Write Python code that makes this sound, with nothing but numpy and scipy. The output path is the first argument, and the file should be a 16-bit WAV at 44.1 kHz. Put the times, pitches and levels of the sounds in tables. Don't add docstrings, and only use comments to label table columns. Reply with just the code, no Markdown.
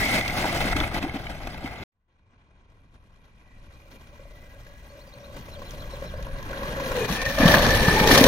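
import sys
import numpy as np
from scipy import signal
from scipy.fft import rfft, irfft, next_fast_len
from scipy.io import wavfile
from scipy.ndimage import map_coordinates

SR = 44100
rng = np.random.default_rng(int(sys.argv[2]) if len(sys.argv) > 2 else 0)


def bounce(signal):
    frames = np.transpose(np.atleast_2d(signal))
    limited = np.clip(frames, -1, 1)
    pcm = np.round(limited * 32767).astype(np.int16)
    wavfile.write(sys.argv[1], SR, pcm)


def volts_from_db(level):
    exponent = np.asarray(level, float) / 20
    return 10 ** exponent


N = 364707

CHANGE_S, RESUME_S, PASSING_FROM_S = 1.837, 1.918, 6.9
PORTS_ALIKE = .93
STEP_HZ, CUTOFF_HZ = 6950, 15850
FAR_UNTIL_S, FAR_TOP_HZ = 3.65, 12750
JOLT_EDGE_S = 0.0078
SLACK_DB, SLACK_EDGE_S = -12, 0.0045
TAUT_DB, TAUT_S = 7.5, 0.0044
PATCH_FROM_HZ, PATCH_HZ, PATCH_S, PATCH_DB = 6900, 450, .035, 3.5

# time_s, level_db
RUMBLE_LEVEL = [
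    [(0.0, -25), (0.044, -35.5), (0.794, -29.5), (1.222, -39), (1.83, -37.5)],
    [(1.94, -80.5), (2.27, -59), (2.28, -61.5), (3.76, -52), (5.3, -48.5)],
    [(5.35, -43.5), (6.92, -36.5), (7.33, -40.5), (7.42, -28.5), (7.8, -28.5), (8.27, -28)],
]
# freq_hz, density_db_per_hz
RUMBLE_SPECTRUM = [(15, 0.5), (30, 3.5), (85, -1.5), (140, -7.5), (300, -18), (900, -91.5)]
# start_s, length_s, start_hz, end_hz, level_db
BIRD_NOTES = [(1.345, .04, 5850, 6200, -55), (1.49, .045, 5450, 4400, -48), (1.63, .035, 4750, 5050, -50),
              (1.635, .025, 3500, 2600, -47), (1.70, .03, 4500, 4250, -52), (1.768, .045, 4900, 2100, -47),
              (1.776, .016, 6900, 6500, -54), (4.89, .025, 4050, 4600, -55), (5.0, .034, 3450, 4800, -52),
              (5.19, .05, 5400, 5850, -64), (5.2, .015, 3350, 3700, -58), (5.065, .045, 4950, 4350, -57),
              (5.12, .034, 3300, 4650, -50), (5.238, .03, 3350, 4400, -51), (5.33, .045, 4400, 4900, -55),
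              (5.40, .035, 4800, 4300, -56), (5.565, .035, 4200, 5000, -54), (5.725, .04, 5000, 4200, -54),
              (6.155, .034, 4150, 5300, -55)]
# start_s, upper_voice_db
FIGURE_STARTS = [
    (5.512, -4),
    (5.652, -8),
    (5.783, -8),
    (5.914, -2),
    (6.056, -1),
]
# delay_s, length_s, start_hz, end_hz, level_db
FIGURE_NOTES = [
    (0, .026, 5650, 5250, -51),
    (.002, .014, 4200, 3880, -53),
    (.012, .022, 3820, 4220, -45.5),
    (.033, .022, 3950, 2900, -47),
]

# time_s, rolling_level_db, grit_brightness_db
RIDE = [
    [(0.0, -33, 9.5), (0.72, -33.5, 1.5), (1.08, -45, -4.5), (1.4, -48, -1), (1.83, -47, -5.5)],
    [(1.94, -85, -12), (2.4, -71, -13.5), (2.95, -72, -9), (3.95, -63, -1.5), (4.8, -61, 0),
     (5.3, -56.5, -2.5), (5.74, -52.5, -2), (6.4, -50.5, -6), (6.53, -43.5, -8.5), (7.0, -38.5, -0.5),
     (7.2, -39.5, 1), (7.36, -40, 6.5), (7.41, -28, -4), (8.05, -30.5, 2.5), (8.27, -26, 5)],
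]
# low_hz, high_hz
ROLL_BANDS = [(140, 420), (680, 1500), (2300, 4500), (4500, 7000), (7000, 15000)]
# freq_hz, density_db_per_hz
ROLL_SPECTRUM = [(110, -7), (250, -8), (420, -7), (700, -4), (1300, -8), (2200, -15), (3000, -17.5),
                 (4300, -14), (5500, -14), (6800, -24), (7300, -17), (13000, -29), (16000, -28)]
# offset_db, brightness_share, jolt_share
BAND_RESPONSE = [(0.5, -0.05, 1.07), (0, -0.11, 0.57), (2, 0.24, 0.85), (-6, 0.7, 0.9), (0.5, 0.61, 0.8)]
# freq_hz, likeness
ROLL_LIKENESS = [(30, .86), (130, .98), (400, .96), (1000, .82), (3000, .7), (5000, .5), (7500, .6),
                 (15000, .66)]
# start_s, change_db,
# length_s
JOLTS = [(0.135, 3.5, 0.028), (0.192, -5.5, 0.17), (0.394, -0.5, 0.061), (0.729, -8.5, 0.028),
         (0.758, 1.5, 0.044), (0.874, -5.5, 0.045), (0.936, 8.5, 0.051), (1.009, 6, 0.038),
         (1.134, 7, 0.033), (1.292, 6.5, 0.024), (1.628, 6, 0.05), (1.927, -12, 0.148), (2.929, 6.5, 0.036),
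         (3.902, 7.5, 0.06), (5.36, 8.5, 0.051), (6.391, -2.5, 0.058), (7.06, -6.5, 0.032),
         (7.074, 6.5, 0.088), (7.233, -6.5, 0.02), (7.351, -3, 0.029), (7.565, 0, 0.035),
         (0.43, -1.5, .012), (0.791, -1, .012), (7.453, 6.5, 0.1), (8.078, 5.5, .08), (8.172, 6.5, 0.014)]

# time_s, pitch_hz
HUM_PITCH = [(3.4, 560), (4.2, 578), (6.3, 556), (6.9, 540), (6.97, 505), (7.0, 460), (7.05, 432),
             (7.18, 510), (7.3, 555), (7.38, 570)]
# time_s, level_above_rolling_db
HUM_LEVEL = [(3.4, -7), (4.1, 9.5), (4.7, 7), (5.4, 8), (6.1, 13), (6.5, 4.5), (6.9, 8), (6.99, 14),
             (7.2, 5), (7.3, 10.5), (7.38, -3)]
# start_s, length_s
SLACKS = [(3.98, .13), (4.16, .031), (4.23, .02), (4.28, .022), (4.49, .045), (4.61, .05), (4.77, .05),
          (4.87, .03), (5.1, .033), (5.38, .1), (5.65, .08), (5.87, .062), (5.99, .029), (6.08, .055),
          (6.23, .033), (6.4, .09), (7.055, .12)]
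# time_s, pitch_hz, level_db
GROWL = [(7.38, 587.4, -24), (7.45, 575, -20.5), (7.56, 585, -21.5), (7.7, 500, -22.5), (7.82, 450, -26),
         (7.97, 440, -20.5), (8.1, 450, -16.5), (8.27, 509.8, -13.5)]
# time_s, pitch_hz, level_db
GROWL_OVERTONE = [(7.92, 890, -39), (7.97, 870, -27), (8.05, 840, -24.5), (8.09, 838, -40),
                  (8.15, 820, -44), (8.27, 870, -35)]
# time_s, pitch_hz, level_above_rolling_db
WHINE_LEAVING = [(0.0, 2130, -7), (0.05, 2207, 1), (0.15, 2190, -1), (0.2, 2110, -3.5), (0.27, 2210, -4),
                 (0.36, 2090, -19.5), (0.5, 2050, -10.5), (0.62, 1987, -18), (0.72, 2110, -6),
                 (0.9, 2170, -21.5), (1.83, 2127, -8)]
# time_s, pitch_hz, level_above_rolling_db
WHINE_COMING = [(3.0, 1890, -13), (3.4, 1905, -12), (3.5, 1870, 4), (3.62, 1910, -9), (3.72, 1890, -9),
                (3.85, 1884, -23), (4.15, 1991, -9), (4.38, 2000, 1), (4.55, 1981, -7), (4.78, 1940, -5),
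                (5.0, 1908, -11), (5.2, 1703, -17), (6.3, 1702, -0.5), (7.05, 1744, -2), (7.15, 1670, -22)]
# time_s, pitch_hz, level_db
WHINE_PASSING = [(7.1, 1700, -43.5), (7.2, 1790, -41.5), (7.27, 1810, -37), (7.36, 1760, -49),
                 (7.47, 1775, -27.5), (7.58, 1690, -43), (7.72, 1770, -29), (7.81, 1780, -38),
                 (7.9, 1750, -32), (8.03, 1795, -32.5), (8.06, 1800, -41.5), (8.12, 1810, -27.5),
                 (8.27, 1760, -50.5)]
# time_s, pitch_hz, level_above_rolling_db
MESH = [(2.1, 2350, -6), (2.9, 2420, -8), (3.6, 2400, -2), (4.0, 2390, -4.5), (5.6, 2380, -12),
        (6.9, 2482, -24), (7.2, 2439, 4.5), (7.5, 2250, -8), (8.27, 2326, -1.5)]
# time_s, pitch_hz, level_above_rolling_db
MESH_HIGH = [(7.55, 4350, -7), (7.7, 4310, -15), (7.95, 4090, -18), (8.07, 4205, -14), (8.27, 4010, -17)]
# time_s, pitch_hz, level_above_rolling_db
THREADS = [
    [(0.0, 1666, 2), (0.04, 1690, -6), (0.09, 1790, -16)],
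    [(0.0, 1930, 5), (0.06, 1986, -9), (0.12, 2067, -5.5), (0.2, 1970, -15), (0.27, 2010, -14)],
    [(4.45, 1650, -8), (4.55, 1630, 3), (4.62, 1640, -14), (4.68, 1700, -2), (4.88, 1646, -3),
     (5.05, 1680, -12)],
    [(6.97, 2480, -16), (7.03, 2460, -1), (7.09, 2500, -18)],
    [(7.9, 2200, -22), (8.0, 2240, -1), (8.1, 2300, -3), (8.2, 2260, -18)],
]

# time_s, peak_db, pitch_hz
BUMPS = [(0.442, -16.5, 307), (0.651, -15.5, 272), (0.757, -17, 281), (0.809, -18.5, 307),
         (1.039, -16.5, 273), (1.063, -18.5, 321), (1.141, -19, 228), (1.156, -22.5, 262),
         (1.643, -24, 253.5), (7.098, -19, 179), (7.401, -9, 275.5), (7.43, -8, 232.6), (7.453, -5, 172.6),
         (7.554, -11.5, 182), (7.879, -12.5, 171.7), (8.009, -10, 194), (8.111, -8, 266),
         (8.179, -11, 217.7), (8.209, -3, 269), (8.245, -1.5, 254)]
# time_s, peak_db, pitch_hz
KNOCKS = [(0.442, -15.5, 958), (0.729, -24, 2043), (0.765, -24.5, 1280), (0.802, -21, 1800),
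          (0.811, -25.5, 1312), (0.836, -24, 2200), (0.914, -26.5, 1285), (0.945, -30.5, 2200),
          (1.048, -23.5, 776), (1.267, -26, 2270), (1.409, -48, 915), (1.473, -31, 870), (1.659, -31, 2200),
          (5.137, -58, 875), (5.936, -36.5, 1040), (6.022, -39.5, 1800), (6.139, -57, 990),
          (6.268, -35, 954), (6.917, -21, 1400), (7.09, -23.5, 1135), (7.261, -18.5, 1838),
          (7.385, -22, 1625), (7.541, -7, 1700), (7.883, -9, 920), (8.107, -8, 956), (8.174, -9.5, 1130)]
# time_s, peak_db, pitch_hz
TICKS = [(0.14, -14.5, 1527), (0.211, -10.5, 3460), (0.298, -18.5, 2220), (0.38, -21.5, 3570),
         (0.443, -18, 1500), (0.454, -11, 807), (0.491, -23.5, 2010), (0.558, -18, 728), (0.616, -28, 1985),
         (0.685, -21, 704), (0.729, -10.5, 1384), (0.765, -18, 1305), (0.767, -22, 3300),
         (0.802, -9.5, 3460), (0.811, -12.5, 1374), (0.836, -16.5, 1380), (0.841, -19.5, 2440),
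         (0.919, -24, 1327), (0.946, -24.5, 1975), (0.963, -18.5, 830), (1.028, -17, 2630),
         (1.05, -28, 1443), (1.095, -23.5, 2220), (1.674, -24, 1296), (2.931, -68, 964), (3.707, -47, 1900),
         (3.964, -43.5, 2410), (4.196, -47.5, 1600), (4.666, -39, 1700), (5.138, -43, 880),
         (5.619, -30.5, 1050), (6.14, -40, 1000), (6.268, -42.5, 900), (6.426, -32, 1040),
         (6.531, -22.5, 1510), (6.632, -21, 1110), (6.799, -18.5, 976), (6.986, -18.5, 2920),
         (7.048, -19.5, 2430), (7.097, -29.5, 3540), (7.124, -21.5, 3700), (7.168, -24, 3380),
         (7.183, -22.5, 1700), (7.214, -26.5, 3700), (7.253, -20, 3300), (7.384, -17, 1180),
         (7.437, -19, 3880), (7.52, -6.5, 3700), (7.606, -14.5, 1674), (7.631, -14, 2955),
         (7.746, -11, 3030), (7.858, -27.5, 4070), (7.884, -14, 1280), (8.0, -10, 2290),
         (8.075, -19.5, 1827), (8.112, -9, 1920), (8.125, -12.5, 2100), (8.139, -18.5, 4870),
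         (8.239, -19.5, 3700)]
# time_s, peak_db, pitch_hz
SNAPS = [
    (1.027, -20.5, 740),
    (1.472, -20.5, 708),
    (4.307, -46.5, 581),
    (4.668, -42, 565),
    (5.137, -40.5, 579),
    (6.024, -35, 552),
    (6.139, -37.5, 557),
    (7.261, -20, 1750),
]
# time_s, peak_db, pitch_hz
CHINKS = [
    (0.3876, -30, 6250),
    (0.522, -30, 6180),
    (0.5404, -39, 6430),
    (0.595, -34, 6140),
    (0.6988, -35.5, 6700),
]
# time_s, peak_db
STONES = [(0.1351, -38.5), (0.2783, -16.5), (0.381, -30.5), (0.467, -32.5), (0.5736, -19.5), (0.765, -19),
          (0.801, -25.5), (0.9438, -25), (1.4709, -30), (5.7078, -34.5), (6.226, -37), (6.4272, -35.5),
          (7.0985, -31), (7.1255, -22), (7.217, -24.5), (7.2544, -26), (7.3861, -24), (7.436, -26.5),
          (7.6025, -35.5), (7.7052, -17.5), (7.943, -41), (7.968, -24.5), (8.073, -9.5), (8.116, -11),
          (8.1766, -7), (8.2073, -16), (8.2394, -6.5)]

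# freq_hz, lag_turns
LAG_LEAVING = [(0, 0), (900, .1), (1600, .2), (1800, .5), (2850, 2.5), (3100, 3), (4000, 3.37), (4800, 3.5),
               (6000, 3.85), (7000, 4)]
# freq_hz, lag_turns
LAG_COMING = [(0, 0), (700, .03), (1100, .22), (1280, .5), (1780, 1.5), (2170, 2.5), (2640, 3.5),
              (3450, 5.5), (3600, 5.8), (5000, 5.8), (7200, 6)]
# freq_hz, lag_turns
LAG_PASSING = [(0, 0), (1230, .03), (1520, .93), (1800, 1), (2050, 1.4), (2500, 2), (3500, 2.5), (4100, 3),
               (5000, 3.4), (5800, 3.5), (7300, 4)]
# freq_hz, both_ports_db, left_minus_right_db
PATH_LEAVING = [(60, -1, 3.5), (342, 1, 0.5), (444, -5, 6.5), (750, 4, -0.5), (1035, -4, 5),
                (2200, 5.5, -1), (2500, 1, -0.5), (3170, -3, -1.5), (6800, -6, 1.5), (12050, -5, 7.5)]
# freq_hz, both_ports_db, left_minus_right_db
PATH_COMING = [(60.4, 2.5, 1.5), (287, 0.5, 0.5), (640, -2.5, 3), (820, -3.5, 2.5), (1040, 4, -3),
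               (1420, 0.5, 2), (2090, 2, -1), (3700, -1.5, 1), (4270, -2, 4.5), (4560, -5, -3),
               (6420, 0.5, 9.5), (8000, -5.5, 7), (12200, 3, 0)]
# freq_hz, both_ports_db, left_minus_right_db
PATH_PASSING = [(60, 4.5, 2.5), (275, 2, -0.5), (372, -6.5, 4.5), (450, -3.5, 1.5), (1200, 2, 0.5),
                (1400, -0.5, 3), (1800, 6, 1.5), (2710, -2.5, 1.5), (3300, 2, 3), (4970, -1, 1.5),
                (6000, 3, 3), (7690, -5, 5), (12400, 4, 0.5)]


def rms_one(x):
    return x / np.sqrt(np.mean(x ** 2) + 1e-20)


def in_time(tables):
    s, *columns = np.transpose(np.vstack(tables))
    return [np.interp(np.arange(N) / SR, s, c) for c in columns]


def at_hz(points, hz, column=1):
    points = np.array(points)
    return np.interp(np.log(hz), np.log(points[:, 0]), points[:, column])


def bandpass(low_hz, high_hz, x):
    return signal.sosfilt(signal.butter(2, [low_hz, high_hz], "band", fs=SR, output="sos"), x)


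def drift(rate_hz):
    r = np.exp(-80 * np.pi * rate_hz / SR)
    noise = rng.standard_normal(N // 40 + 2002)
    slow = signal.lfilter([1], [1, -2 * r, r * r], noise)[2000:]
    return np.interp(np.arange(N) / 40, np.arange(len(slow)), rms_one(slow))


def low_noise(width_hz):
    sos = signal.butter(2, width_hz / 2, fs=SR, output="sos")
    a, b = signal.sosfilt(sos, rng.standard_normal((2, N)))
    return rms_one(a) + 1j * rms_one(b)


def stereo(common, apart, alike):
    return np.array([common, alike * common + np.sqrt(1 - alike ** 2) * apart])


def spells(starts_s, lengths_s, heights_db, edge_s):
    t, out = np.arange(N) / SR, np.zeros(N)
    for s, length_s, height_db in np.broadcast(starts_s, lengths_s, heights_db):
        end_s = s + length_s + edge_s
        part = slice(round(s * SR), round(end_s * SR))
        out[part] += height_db * np.clip(np.minimum(t[part] - s, end_s - t[part]) / edge_s, 0, 1)
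    return out


def rumble():
    hz = np.maximum(np.fft.rfftfreq(N, 1 / SR), 1)
    spectrum = rfft(rng.standard_normal((2, N))) * volts_from_db(at_hz(RUMBLE_SPECTRUM, hz)) * (hz > 12)
    level_db = in_time(RUMBLE_LEVEL)[0] + 1.1 * drift(2.2)
    return volts_from_db(level_db) * stereo(*rms_one(irfft(spectrum, N)), PORTS_ALIKE)


def bird():
    out, notes = np.zeros(N + SR), list(BIRD_NOTES)
    for s, upper_db in FIGURE_STARTS:
        for delay_s, *note, level_db in FIGURE_NOTES:
            notes.append((s + delay_s, *note, level_db + upper_db * (delay_s == 0)))
    for s, length_s, start_hz, end_hz, level_db in notes:
        part = np.linspace(0, 1, round(length_s * SR))
        bend = .7 if end_hz > start_hz else 1
        hz = start_hz + (end_hz - start_hz) * part ** bend
        whistle = np.sin(2 * np.pi * np.cumsum(hz) / SR) * np.sin(np.pi * part) ** .8 * 1.2
        out[round(s * SR):][:len(part)] += volts_from_db(level_db) * whistle
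    song = out[:N] + .2 * np.roll(out[:N], round(.017 * SR))
    return song * np.where(np.arange(N) / SR < CHANGE_S, [[1.4], [.8]], 1)


def stones():
    out, t = np.zeros((2, N + SR)), np.arange(SR // 20) / SR
    for s, peak_db in STONES:
        crack = stereo(*rng.standard_normal((2, len(t))), .5) * volts_from_db(-60 * t / .032)
        out[:, round(s * SR):][:, :len(t)] += volts_from_db(peak_db + 3) * crack
    return bandpass(2500, 7000, out[:, :N]) + .18 * np.diff(out)[:, :N]


def blows(events, partials, crack_db):
    out, t = np.zeros(N + SR), np.arange(SR // 8) / SR
    chance = rng.normal(0, 1, (len(events), len(partials)))
    noise = rng.standard_normal((len(events), len(t)))
    cracks = signal.lfilter([.5], [1, -.8], noise) * volts_from_db(crack_db - 60 * t / .035)
    for (s, peak_db, hz), luck, sound in zip(events, chance, cracks):
        onset = np.minimum(t * hz / .8, 1)
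        for (ratio, level_db, t60_s), spread in zip(partials, luck):
            decay = volts_from_db(-60 * t / t60_s * max(hz / 2000, 1))
            ring = np.sin(2 * np.pi * hz * ratio * t) * decay * onset
            sound = sound + volts_from_db(level_db + 2 * spread) * ring
        out[round(s * SR):][:len(t)] += volts_from_db(peak_db) * sound
    return out[:N]


def frame_blows():
    bumps = blows(BUMPS, [(1.017, 1.0, 0.049), (0.33, -25.5, 0.15), (7.3, -25.0, 0.083)], crack_db=-21.0)
    knocks = blows(KNOCKS, [(1, -1, .032), (1.3, -6, .02), (.75, -6, .022), (1.7, -8, .018)], crack_db=-8)
    ticks = blows(TICKS, [(1, -1, .016), (1.4, -6, .01), (.7, -8, .012)], crack_db=-16)
    return bumps + knocks + ticks + blows(CHINKS, [(1, -3, .05)], crack_db=-30)


def snaps():
    return blows(SNAPS, [(1, -4, .014), (1.6, -8, .01)], crack_db=-6)


def rough_tone(pitch, level, width_hz, steady, octave_db, base_db=0):
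    hz, level_db = in_time([pitch])[0], in_time([level])[-1]
    t, first_s, last_s = np.arange(N) / SR, level[0][0], level[-1][0]
    turn = np.exp(2j * np.pi * np.cumsum(hz) / SR) * (steady + low_noise(width_hz))
    octave = np.real(turn ** 2 / np.abs(turn))
    tone = rms_one(turn.real) + volts_from_db(octave_db) * rms_one(octave)
    return volts_from_db(base_db + level_db) * tone * (t >= first_s) * (t <= last_s)


def gears(near_db):
    def line(table, width_hz, steady, octave_db, base_db=near_db):
        return rough_tone(table, table, width_hz, steady, octave_db, base_db)

    whine = line(WHINE_COMING, 200, .1, -20)
    whine += line(WHINE_LEAVING, 220, .15, -22)
    whine += line(WHINE_PASSING, 90, .7, -25, base_db=0)
    mesh = line(MESH, 340, 0, -20) + line(MESH_HIGH, 300, .1, -30)
    return whine + mesh + sum(line(rows, 50, .8, -30) for rows in THREADS)


def motor(near_db):
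    chain_db = spells(*np.transpose(SLACKS), SLACK_DB, SLACK_EDGE_S)
    taut_s = np.sum(SLACKS, axis=1) + SLACK_EDGE_S / 2
    chain_db += spells(taut_s, TAUT_S, TAUT_DB, SLACK_EDGE_S)
    hum = rough_tone(HUM_PITCH, HUM_LEVEL, width_hz=90, steady=.9, octave_db=-19, base_db=near_db + chain_db)
    growl = rough_tone(GROWL, GROWL, width_hz=170, steady=.2, octave_db=-14)
    growl += rough_tone(GROWL_OVERTONE, GROWL_OVERTONE, width_hz=60, steady=.6, octave_db=-30)
    return hum + growl


def grit(per_s, spread_db, smooth):
    sizes = volts_from_db(spread_db * np.minimum(rng.exponential(1, (2, 2, N)), 5))
    sizes *= rng.choice([-1, 1], (2, 2, N))
    born = rng.random((2, 2, N)) < per_s * volts_from_db(3.0 * drift(30)) / SR
    return rms_one(sizes * born) + smooth * rng.standard_normal((2, 2, N))


def patchy(x):
    hz, s, cells = signal.stft(x, SR, nperseg=512)
    luck = rng.standard_normal((int(SR / 2 / PATCH_HZ) + 2, int(N / SR / PATCH_S) + 3))
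    where = np.meshgrid(hz / PATCH_HZ, s / PATCH_S, indexing="ij")
    field = 1.4 * map_coordinates(luck, where, order=1)
    gain = volts_from_db(PATCH_DB * np.where(field < 0, 2 * field, .5 * field))
    gain = np.where(hz[:, None] > PATCH_FROM_HZ, rms_one(gain), 1)
    return signal.istft(cells * gain, SR, nperseg=512)[1][:, :N]


def rolling():
    level_db, bright_db = in_time(RIDE)
    s, jolt_db, length_s = np.transpose(JOLTS)
    jolts_db = spells(s, length_s, jolt_db, JOLT_EDGE_S)
    levels_db = np.array([level_db + offset_db + bright * bright_db + shake * jolts_db
                          for offset_db, bright, shake in BAND_RESPONSE])
    grid_hz = np.arange(100., 16000, 10)
    power = volts_from_db(2 * at_hz(ROLL_SPECTRUM, grid_hz)) * 10
    levels_db -= [[10 * np.log10(power[(grid_hz > lo) & (grid_hz < hi)].sum())] for lo, hi in ROLL_BANDS]
    centres = np.log([np.sqrt(lo * hi) for lo, hi in ROLL_BANDS])
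    source = grit(per_s=2700, spread_db=3.0, smooth=0.55)
    shake = drift(37)
    edges_hz = 110 * 2 ** (np.arange(23) / 3)
    wide = np.where(np.arange(N) / SR > PASSING_FROM_S, 2.5, 1)
    out = 0
    for k, (low, high) in enumerate(zip(edges_hz, edges_hz[1:])):
        hz = np.sqrt(low * high)
        share = np.array([np.interp(np.log(hz), centres, row) for row in np.eye(len(centres))])
        pair = rms_one(bandpass(low, high, source[k % 2]))
        gain_db = share @ levels_db + at_hz(ROLL_SPECTRUM, hz) + 10 * np.log10(high - low)
        gain_db += 1.07 * shake + 1.91 * drift(72)
        out = out + volts_from_db(gain_db) * stereo(*pair, at_hz(ROLL_LIKENESS, hz) ** wide)
    return patchy(out)


def scene():
    near_db = in_time(RIDE)[0]
    background = rumble() + bird()
    struck = stones() + frame_blows() + snaps()
    return background + struck + gears(near_db) + motor(near_db) + rolling()


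def lose_treble(x, share, top_hz, order, size):
    hz = np.maximum(np.fft.rfftfreq(size, 1 / SR), 5000)
    return x - share * irfft(rfft(x, size) / (1 + (top_hz / hz) ** order), size)[:, :N]


def roll_off(x):
    return signal.sosfilt(signal.butter(12, 15940, fs=SR, output="sos"), x)


def record(dry):
    size, t = next_fast_len(N + 4096), np.arange(N) / SR
    hz = np.maximum(np.fft.rfftfreq(size, 1 / SR), 1)
    treble = volts_from_db(-7 * np.clip((hz - STEP_HZ) / 300 + 1, 0, 1)) / (1 + (hz / CUTOFF_HZ) ** 80)
    spectra = rfft(dry, size) * treble
    passing = np.clip((t - PASSING_FROM_S) / .3, 0, 1)
    coming = np.clip((t - RESUME_S) / 0.037, 0, 1) * (1 - passing)
    paths = [(t < CHANGE_S, LAG_LEAVING, PATH_LEAVING), (coming, LAG_COMING, PATH_COMING),
             (passing, LAG_PASSING, PATH_PASSING)]
    out = 0
    for share, lag, path in paths:
        late = np.exp(-2j * np.pi * np.interp(hz, *np.transpose(lag)))
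        gains_db = at_hz(path, hz) + at_hz(path, hz, column=2) * [[.5], [-.5]]
        gains = volts_from_db(gains_db) * [np.ones_like(late), late]
        out = out + share * irfft(spectra * gains, size)[:, :N]
    far = (t > CHANGE_S) * np.clip((FAR_UNTIL_S - t) / .2 + 1, 0, 1)
    out = lose_treble(out, far, FAR_TOP_HZ, 150, size)
    farthest = (t > CHANGE_S) * np.clip((2.72 - t) / .05, 0, .8)
    out = lose_treble(out, farthest, 9700, 100, size)
    return roll_off(np.clip(out, -.98, .98))


dry = scene()
out = record(dry)
bounce(out)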